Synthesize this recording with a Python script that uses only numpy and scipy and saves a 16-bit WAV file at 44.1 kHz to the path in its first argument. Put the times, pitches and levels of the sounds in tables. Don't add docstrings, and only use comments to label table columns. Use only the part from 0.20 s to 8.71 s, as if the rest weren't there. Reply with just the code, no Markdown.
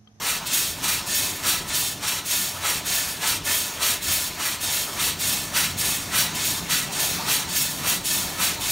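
import sys
import numpy as np
from scipy import signal
from scipy.fft import rfft, irfft, next_fast_len
from scipy.io import wavfile
from scipy.ndimage import uniform_filter1d, map_coordinates

SR = 44100
rng = np.random.default_rng(int(sys.argv[2]) if len(sys.argv) > 2 else 0)


def inscribe(sig):
    pcm = np.round(np.clip(np.atleast_2d(sig).T, -1, 1) * 32767)
    wavfile.write(sys.argv[1], SR, pcm.astype(np.int16))


N = 375291

# (time_s, leaks_db, shafts_db, belt_db), rms before their wobble
MILL = [(0, -35.5, -43, -47.5), (1, -38, -42, -46.5), (2, -37, -44.5, -47), (3, -37, -43, -46.5),
        (4, -36.5, -42.5, -49), (4.6, -36, -45, -49), (5.1, -38, -40.5, -41.5), (6, -37.5, -41.5, -41),
        (7, -35, -41, -41), (7.8, -38.5, -43, -40.5), (8.51, -34, -39, -43)]
# (centre_hz, width_hz, rise_db)
FRAME = [(89.7, 5.6, 6.5), (140, 19, 2), (174, 24, 4), (284, 28, -0.5)]
# (opens_s, rise_s, fall_s, peak_db, then hiss against the peak: early_db, late_db, mid_fall_db, dribble_db,
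# then layers against the hiss, added to the colour of each stage: roar_db, gurgle_db, fizz_db,
# extra early_fizz_db, extra late_fizz_db, extra early_body_db for both roar and gurgle)
SHORT = [(0.023, 0.084, 0.074, -23.5, -5.5, -1.5, -4, -18, -8.5, -11.5, -4.5, -0.9, 0, 1),
         (0.63, 0.059, 0.1, -23, -1, -2, -3.1, -15.5, -8.5, -12.5, -4, -2.7, -4, -1.3),
         (1.238, 0.059, 0.098, -22, -6.0, -2, -3.5, -15.5, -8.5, -13.5, -4.5, -1.2, 2, 5),
         (1.83, 0.052, 0.112, -22.9, -5.5, -2, -4.5, -18, -8.5, -13, -6, -5, -1.5, 4),
         (2.432, 0.068, 0.088, -24.6, -3, -0.4, -2.5, -18, -8, -10.5, -5, -0.8, -0.3, 3),
         (3.021, 0.07, 0.088, -22, -4, -1.9, -5.1, -23, -9, -13, -5.5, -5, 0.3, 3.5),
         (3.609, 0.062, 0.099, -21.5, -1.5, -1, -3, -20, -9, -13.5, -4.5, -2.0, -0.2, -1.5),
         (4.203, 0.056, 0.089, -25.5, -3.5, -0.6, -3.5, -17, -6.6, -10.6, -4.5, -3.4, -0.5, -2.0),
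         (4.779, 0.051, 0.093, -24, -3.5, 0, 0.2, -15, -8.5, -13, -4, -5, 0.0, 1.5),
         (5.342, 0.036, 0.12, -23, -3.8, 1.5, -1.8, -15.5, -6, -13.5, -5.5, 0.1, -3, -3),
         (5.926, 0.059, 0.088, -20.5, -5, -2, -4.5, -15.5, -7.5, -15, -4.5, -1, 1.3, 2),
         (6.494, 0.041, 0.11, -22.5, -2, 0.5, -3.5, -17, -7, -19, -6, 3, -3, -3),
         (7.07, 0.075, 0.081, -22.5, -1.5, -0.5, -5, -17, -10, -12, -5, 2, 1.8, 0.5),
         (7.637, 0.064, 0.076, -22, -4.5, -0.5, -3.8, -16.2, -9.5, -14, -4, -1.1, 2, 4),
         (8.191, 0.063, 0.086, -24, -0.9, 0.5, -2.5, -17, -6.5, -13, -4.5, 5, -1, -2)]
LONG = [(0.27, 0.071, 0.18, -22.5, -8.5, -2, -4, -15.5, -12.1, -15.5, -3.9, -7, -1.1, 5),
        (0.873, 0.085, 0.17, -24, -5.5, -0.3, -2, -10.7, -11, -16.5, -4, -1, -0.8, 1),
        (1.487, 0.082, 0.16, -23.0, -7.5, -0.5, -4, -18.5, -13, -14, -4.5, -9, -0.7, 7),
        (2.062, 0.1, 0.14, -24, -5.6, 1, -3, -12, -10.5, -14.5, -3.5, -0.2, 0.7, 0),
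        (2.661, 0.083, 0.17, -23.5, -3.5, -0.5, -4.6, -14, -9.5, -13, -4.5, -1, 0, -2),
        (3.253, 0.095, 0.14, -25, -2, 2, -4, -12, -10, -12.5, -3.5, -1.5, 1.2, 6.5),
        (3.828, 0.11, 0.145, -25, -2, 0, -2.5, -14.5, -9.5, -13, -3.5, 1, -0.2, -2),
        (4.414, 0.11, 0.14, -25, -0.5, 0, -2, -9.5, -11.5, -12.5, -4.5, 3, -3, 1),
        (4.998, 0.079, 0.16, -23, -3, -2.2, -5, -13, -11, -13.5, -4.6, 0.6, -0.4, 0),
        (5.58, 0.081, 0.14, -23.5, -3, -1, -3.5, -11.5, -10.5, -14.6, -5.5, 5, 2.4, -2.4),
        (6.151, 0.101, 0.14, -23, -6, -2.5, -5, -15.5, -11, -14, -5, -2.1, -1.6, 4),
        (6.726, 0.077, 0.15, -24, -6, -2.5, -4.5, -11.5, -10, -13.5, -4.6, -4.0, -0.5, 1),
        (7.295, 0.072, 0.152, -22.5, -5.5, -3.5, -5.5, -11, -11.2, -14, -4, -2.9, 4, -1.1),
        (7.85, 0.083, 0.12, -23.5, -1.5, -1, -3, -11.5, -11, -13.5, -5, 2, 1.4, -5),
        (8.411, 0.098, 0.151, -23.5, -3.8, -0.2, -4.0, -11.0, -12, -19, -3, 0, -0.3, 0)]


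def amp(db):
    return 10 ** (np.asarray(db) / 20)


def unit(x):
    return x / np.sqrt(np.mean(x ** 2) + 1e-20)


def along(points, hz):
    f, v = np.transpose(points)
    return np.interp(np.log(hz + 1), np.log(f + 1), v)


def curves(rows):
    time_s, *cols = np.transpose(rows)
    return [np.interp(np.arange(N) / SR, time_s, col) for col in cols]


def bumps(modes, hz):
    return amp(sum(db / (1 + (2 * (hz - centre) / width) ** 2) for centre, width, db in modes))


def wobble(rate):
    knots = rng.standard_normal(int(N * rate / SR) + 4)
    return map_coordinates(knots, [np.arange(N) * rate / SR])


def filtered(x, response):
    m = next_fast_len(N + 8192)
    return irfft(rfft(x, m) * response(np.fft.rfftfreq(m, 1 / SR)), m)[..., :N]


def rush(spectrum, patchy_db, modes=()):
    z = signal.stft(rng.standard_normal(N), nperseg=512)[2]
    patches = uniform_filter1d(rng.standard_normal(z.shape), size=6, axis=0)
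    patches = uniform_filter1d(patches, size=8, axis=1)
    noise = signal.istft(z * amp(patchy_db * unit(patches)), nperseg=512)[1][:N]
    low, high = spectrum[0][0], spectrum[-1][0]

    def colour(hz):
        inside = (hz > low / 2) * (hz < high * 2)
        return amp(along(spectrum, hz)) * bumps(modes, hz) * inside

    return unit(filtered(noise, colour))


def steam_leaks():
    # (frequency_hz, relative_db)
    leak_spectrum = [(240, -20), (400, 2.5), (500, -8.5), (700, 0), (1000, -3), (1540, -4.5), (4000, -1.5),
                     (6500, -5.5), (10000, -17), (16000, -14.5)]
    # (centre_hz, width_hz, rise_db)
    fitting_modes = [(730, 24, 2), (900, 42, 7.5), (1008, 52, 5.5), (1317, 43, 1), (1670, 54, 0)]
    level_db = curves(MILL)[0] + 1.9 * wobble(6.8)
    return amp(level_db) * rush(leak_spectrum, patchy_db=3.0, modes=fitting_modes)


def shaft_rumble():
    # (frequency_hz, relative_db)
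    shaft_spectrum = [(15, -42), (25, -9), (86, 1), (112, -1), (179, -7.5), (253, -5), (285, -1.5),
                      (479, -16), (600, -9.5), (780, -45), (1320, -120)]
    level_db = curves(MILL)[1] + 1.1 * wobble(5)
    return amp(level_db) * rush(shaft_spectrum, patchy_db=1.5, modes=FRAME)


def belt_drone():
    # (frequency_hz, relative_db)
    belt_spectrum = [(50, -32), (90, -11), (140, 2), (200, 1), (300, -4.5), (450, -15.5)]
    level_db = curves(MILL)[2] + 0.83 * wobble(5.7)
    return amp(level_db) * rush(belt_spectrum, patchy_db=1.0, modes=FRAME)


def stroke_points(strokes, other, colour, dribble_s, fade_db):
    crack_s = 0.022
    early_at, late_at, mid_fall_at = 0.24, 0.72, 0.59
    crack_db, open_db, shut_db = -47.5, -30.5, -31.5
    rows = []
    for stroke in strokes:
        opens, rise, fall, peak_db, early_db, late_db, mid_fall_db, dribble_db = stroke[:8]
        roar_db, gurgle_db, fizz_db, early_fizz_db, late_fizz_db, early_body_db = stroke[8:]
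        peaks = opens + rise
        shuts = opens + rise + fall
        dribbles = shuts + dribble_s
        other_opens = min([row[0] for row in other if row[0] > opens], default=shuts + 1)
        ends = max(other_opens, dribbles + 0.005)
        time_s = [opens - crack_s, opens, opens + early_at * rise, opens + late_at * rise, peaks,
                  peaks + mid_fall_at * fall, shuts, dribbles, ends]
        hiss_db = [crack_db, open_db, peak_db + early_db, peak_db + late_db, peak_db,
                   peak_db + mid_fall_db, shut_db, peak_db + dribble_db, peak_db + dribble_db + fade_db]
        mix_db = np.add(colour, [roar_db, gurgle_db, fizz_db])
        mix_db[2] += [early_body_db, early_body_db, early_fizz_db]
        mix_db[3, 2] += late_fizz_db
        rows.append((time_s[0] - 0.012, -80, 0, 0, 0))
        rows.extend(np.column_stack([time_s, hiss_db, mix_db]))
        rows.append((ends + 0.0071, -80, 0, 0, 0))
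    return rows


def nearby(x, echo_db, t60):
    t = np.arange(SR // 10) / SR
    echoes = rng.standard_normal(len(t)) * amp(-60 * t / t60) * (t > 0.002)
    path = amp(echo_db) * echoes / np.linalg.norm(echoes)
    path[0] = 1
    return signal.fftconvolve(x, path / np.linalg.norm(path))[:N]


def jet(rows, hiss_spectrum, roar_spectrum, pipe_modes, pipe_db):
    # (frequency_hz, relative_db)
    gurgle_spectrum = [(400, -9), (620, -1.5), (780, -3), (950, -2), (1300, -1), (1800, -21.5)]
    # (frequency_hz, relative_db)
    fizz_spectrum = [(7500, -25), (9500, 0), (11300, 1), (12500, -1), (14000, -.5), (16000, -1.5)]
    hiss_db, roar_db, gurgle_db, fizz_db = curves(rows)
    sputter_db = 0.6 * (wobble(25) + 1.18 * wobble(70) + 0.49 * wobble(400))
    hiss = amp(hiss_db + sputter_db) * rush(hiss_spectrum, patchy_db=0.3)
    roar = amp(hiss_db + roar_db + 0.65 * sputter_db) * rush(roar_spectrum, patchy_db=1.2)
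    gurgle = amp(hiss_db + gurgle_db + wobble(30)) * rush(gurgle_spectrum, patchy_db=1.7)
    fizz = amp(hiss_db + fizz_db + 1.63 * sputter_db) * rush(fizz_spectrum, patchy_db=0.3)
    rung = filtered(hiss + roar + gurgle, lambda hz: amp(pipe_db) * bumps(pipe_modes, hz) ** 1.2)
    return nearby(rung + fizz, echo_db=-9, t60=0.13)


def short_jets():
    # (frequency_hz, relative_db)
    short_hiss = [(1800, -25), (2400, -5), (3200, -5.5), (3900, 0), (4500, -1), (5600, -3.5), (6500, -3),
                  (8500, -1.5), (9500, -3), (11000, -12.5)]
    short_roar = [(1000, -15), (1450, -3), (1900, -3), (2300, -7), (3200, -13.5)]
    # (centre_hz, width_hz, rise_db before the jet deepens it)
    short_pipe = [(975, 120, 5.0), (1289, 140, 5.0), (1688, 70, 5.0), (1938, 80, 6.0), (2113, 50, 6.0),
                  (2263, 40, 6.0), (2415, 150, 6.0), (2673, 80, 8.0), (2940, 160, 6.0), (3244, 160, 8.0),
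                  (3611, 70, 8.0), (3938, 60, 7.0), (4482, 160, 5.0), (4665, 60, 4.0), (5175, 120, 4.0),
                  (5499, 160, 5.0), (5699, 160, 5.0), (5904, 100, 5.0), (6424, 160, 4.0), (6561, 40, 4.0),
                  (6734, 90, 7.0), (7270, 90, 5.0), (7587, 110, 5.0), (8119, 50, 3.0), (8523, 110, 4.0),
                  (8734, 80, 5.0), (8976, 70, 4.0), (9379, 60, 3.0), (9758, 50, 4.0), (9949, 70, 4.0)]
    # (roar_db, gurgle_db, fizz_db)
    short_colour = [(10, 8, 0.1), (0, 7.5, 0), (2, 5.5, 0.7), (-0.7, -0.3, 2.5), (0, -1.5, 3.5),
                    (-0.5, -0.5, 2.5), (1.2, -0.5, 0), (3, 7, 0), (3, 11, -1)]
    rows = stroke_points(SHORT, LONG, short_colour, dribble_s=0.026, fade_db=-9)
    return jet(rows, short_hiss, short_roar, short_pipe, pipe_db=-3.0)


def long_jets():
    # (frequency_hz, relative_db)
    long_hiss = [(1800, -38), (2400, -11), (3200, -3.5), (3900, -1.5), (4500, -2), (5600, -4), (6500, -2),
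                 (8500, -3.5), (9500, -2.5), (11000, -14)]
    long_roar = [(1000, -14), (1450, -3), (1900, -3.5), (2300, -3.5), (3200, -13)]
    # (centre_hz, width_hz, rise_db before the jet deepens it)
    long_pipe = [(998, 90, 3.0), (1427, 80, 4.0), (1753, 130, 9.0), (1971, 60, 6.0), (2178, 160, 6.0),
                 (2464, 160, 5.0), (2597, 60, 8.0), (2747, 50, 6.0), (3002, 40, 5.0), (3239, 70, 6.0),
                 (3601, 60, 8.0), (3973, 60, 4.0), (4238, 40, 4.0), (4536, 60, 5.0), (4716, 90, 6.0),
                 (5214, 150, 5.0), (5527, 160, 7.0), (5864, 50, 3.0), (6399, 130, 5.0), (6683, 80, 7.0),
                 (6941, 40, 4.0), (7206, 160, 3.0), (7517, 80, 4.0), (7755, 120, 4.0), (8106, 70, 6.0),
                 (8350, 60, 4.0), (8629, 70, 6.0), (8948, 70, 4.0), (9181, 70, 5.0), (9784, 150, 4.0)]
    # (roar_db, gurgle_db, fizz_db)
    long_colour = [(10, 12, -2), (-3.5, -2.5, 4), (-2.5, -2, 0.5), (-2, 2, -0.3), (-2.5, -3.5, 5),
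                   (-3.5, 0.8, 2), (-3, 2, 2.5), (0, 7, 2.5), (6.5, 13.5, 2.5)]
    rows = stroke_points(LONG, SHORT, long_colour, dribble_s=0.025, fade_db=-3.7)
    return jet(rows, long_hiss, long_roar, long_pipe, pipe_db=-2.5)


def hall(x):
    # (frequency_hz, t60_s)
    hall_decay = [(300, 0.27), (2000, 0.27), (6000, 0.26), (14000, 0.076)]
    wet, step = np.zeros(N + 2 * SR), SR // 3
    delay = 600
    for start in range(0, N, step):
        hz, t, z = signal.stft(rng.standard_normal(SR // 2), SR, nperseg=256)
        decay = amp(-60 * t / along(hall_decay, hz)[:, None])
        tail = signal.istft(z * decay, SR, nperseg=256)[1]
        part = signal.fftconvolve(x[start:start + step], tail / np.linalg.norm(tail))
        wet[start + delay:][:len(part)] += part
    return wet[:N]


def scene():
    steady = steam_leaks() + shaft_rumble() + belt_drone()
    jets = short_jets() + long_jets()
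    return np.tile(jets + amp(-16.0) * hall(jets) + steady, (2, 1))


def record(dry):
    # (centre_hz, width_hz, dip_db)
    housing_dips = [(4950, 400, -4.5), (10330, 300, -7)]
    top_hz = 15750
    return filtered(dry, lambda hz: bumps(housing_dips, hz) * (hz < top_hz))


dry = scene()
out = record(dry)
inscribe(out)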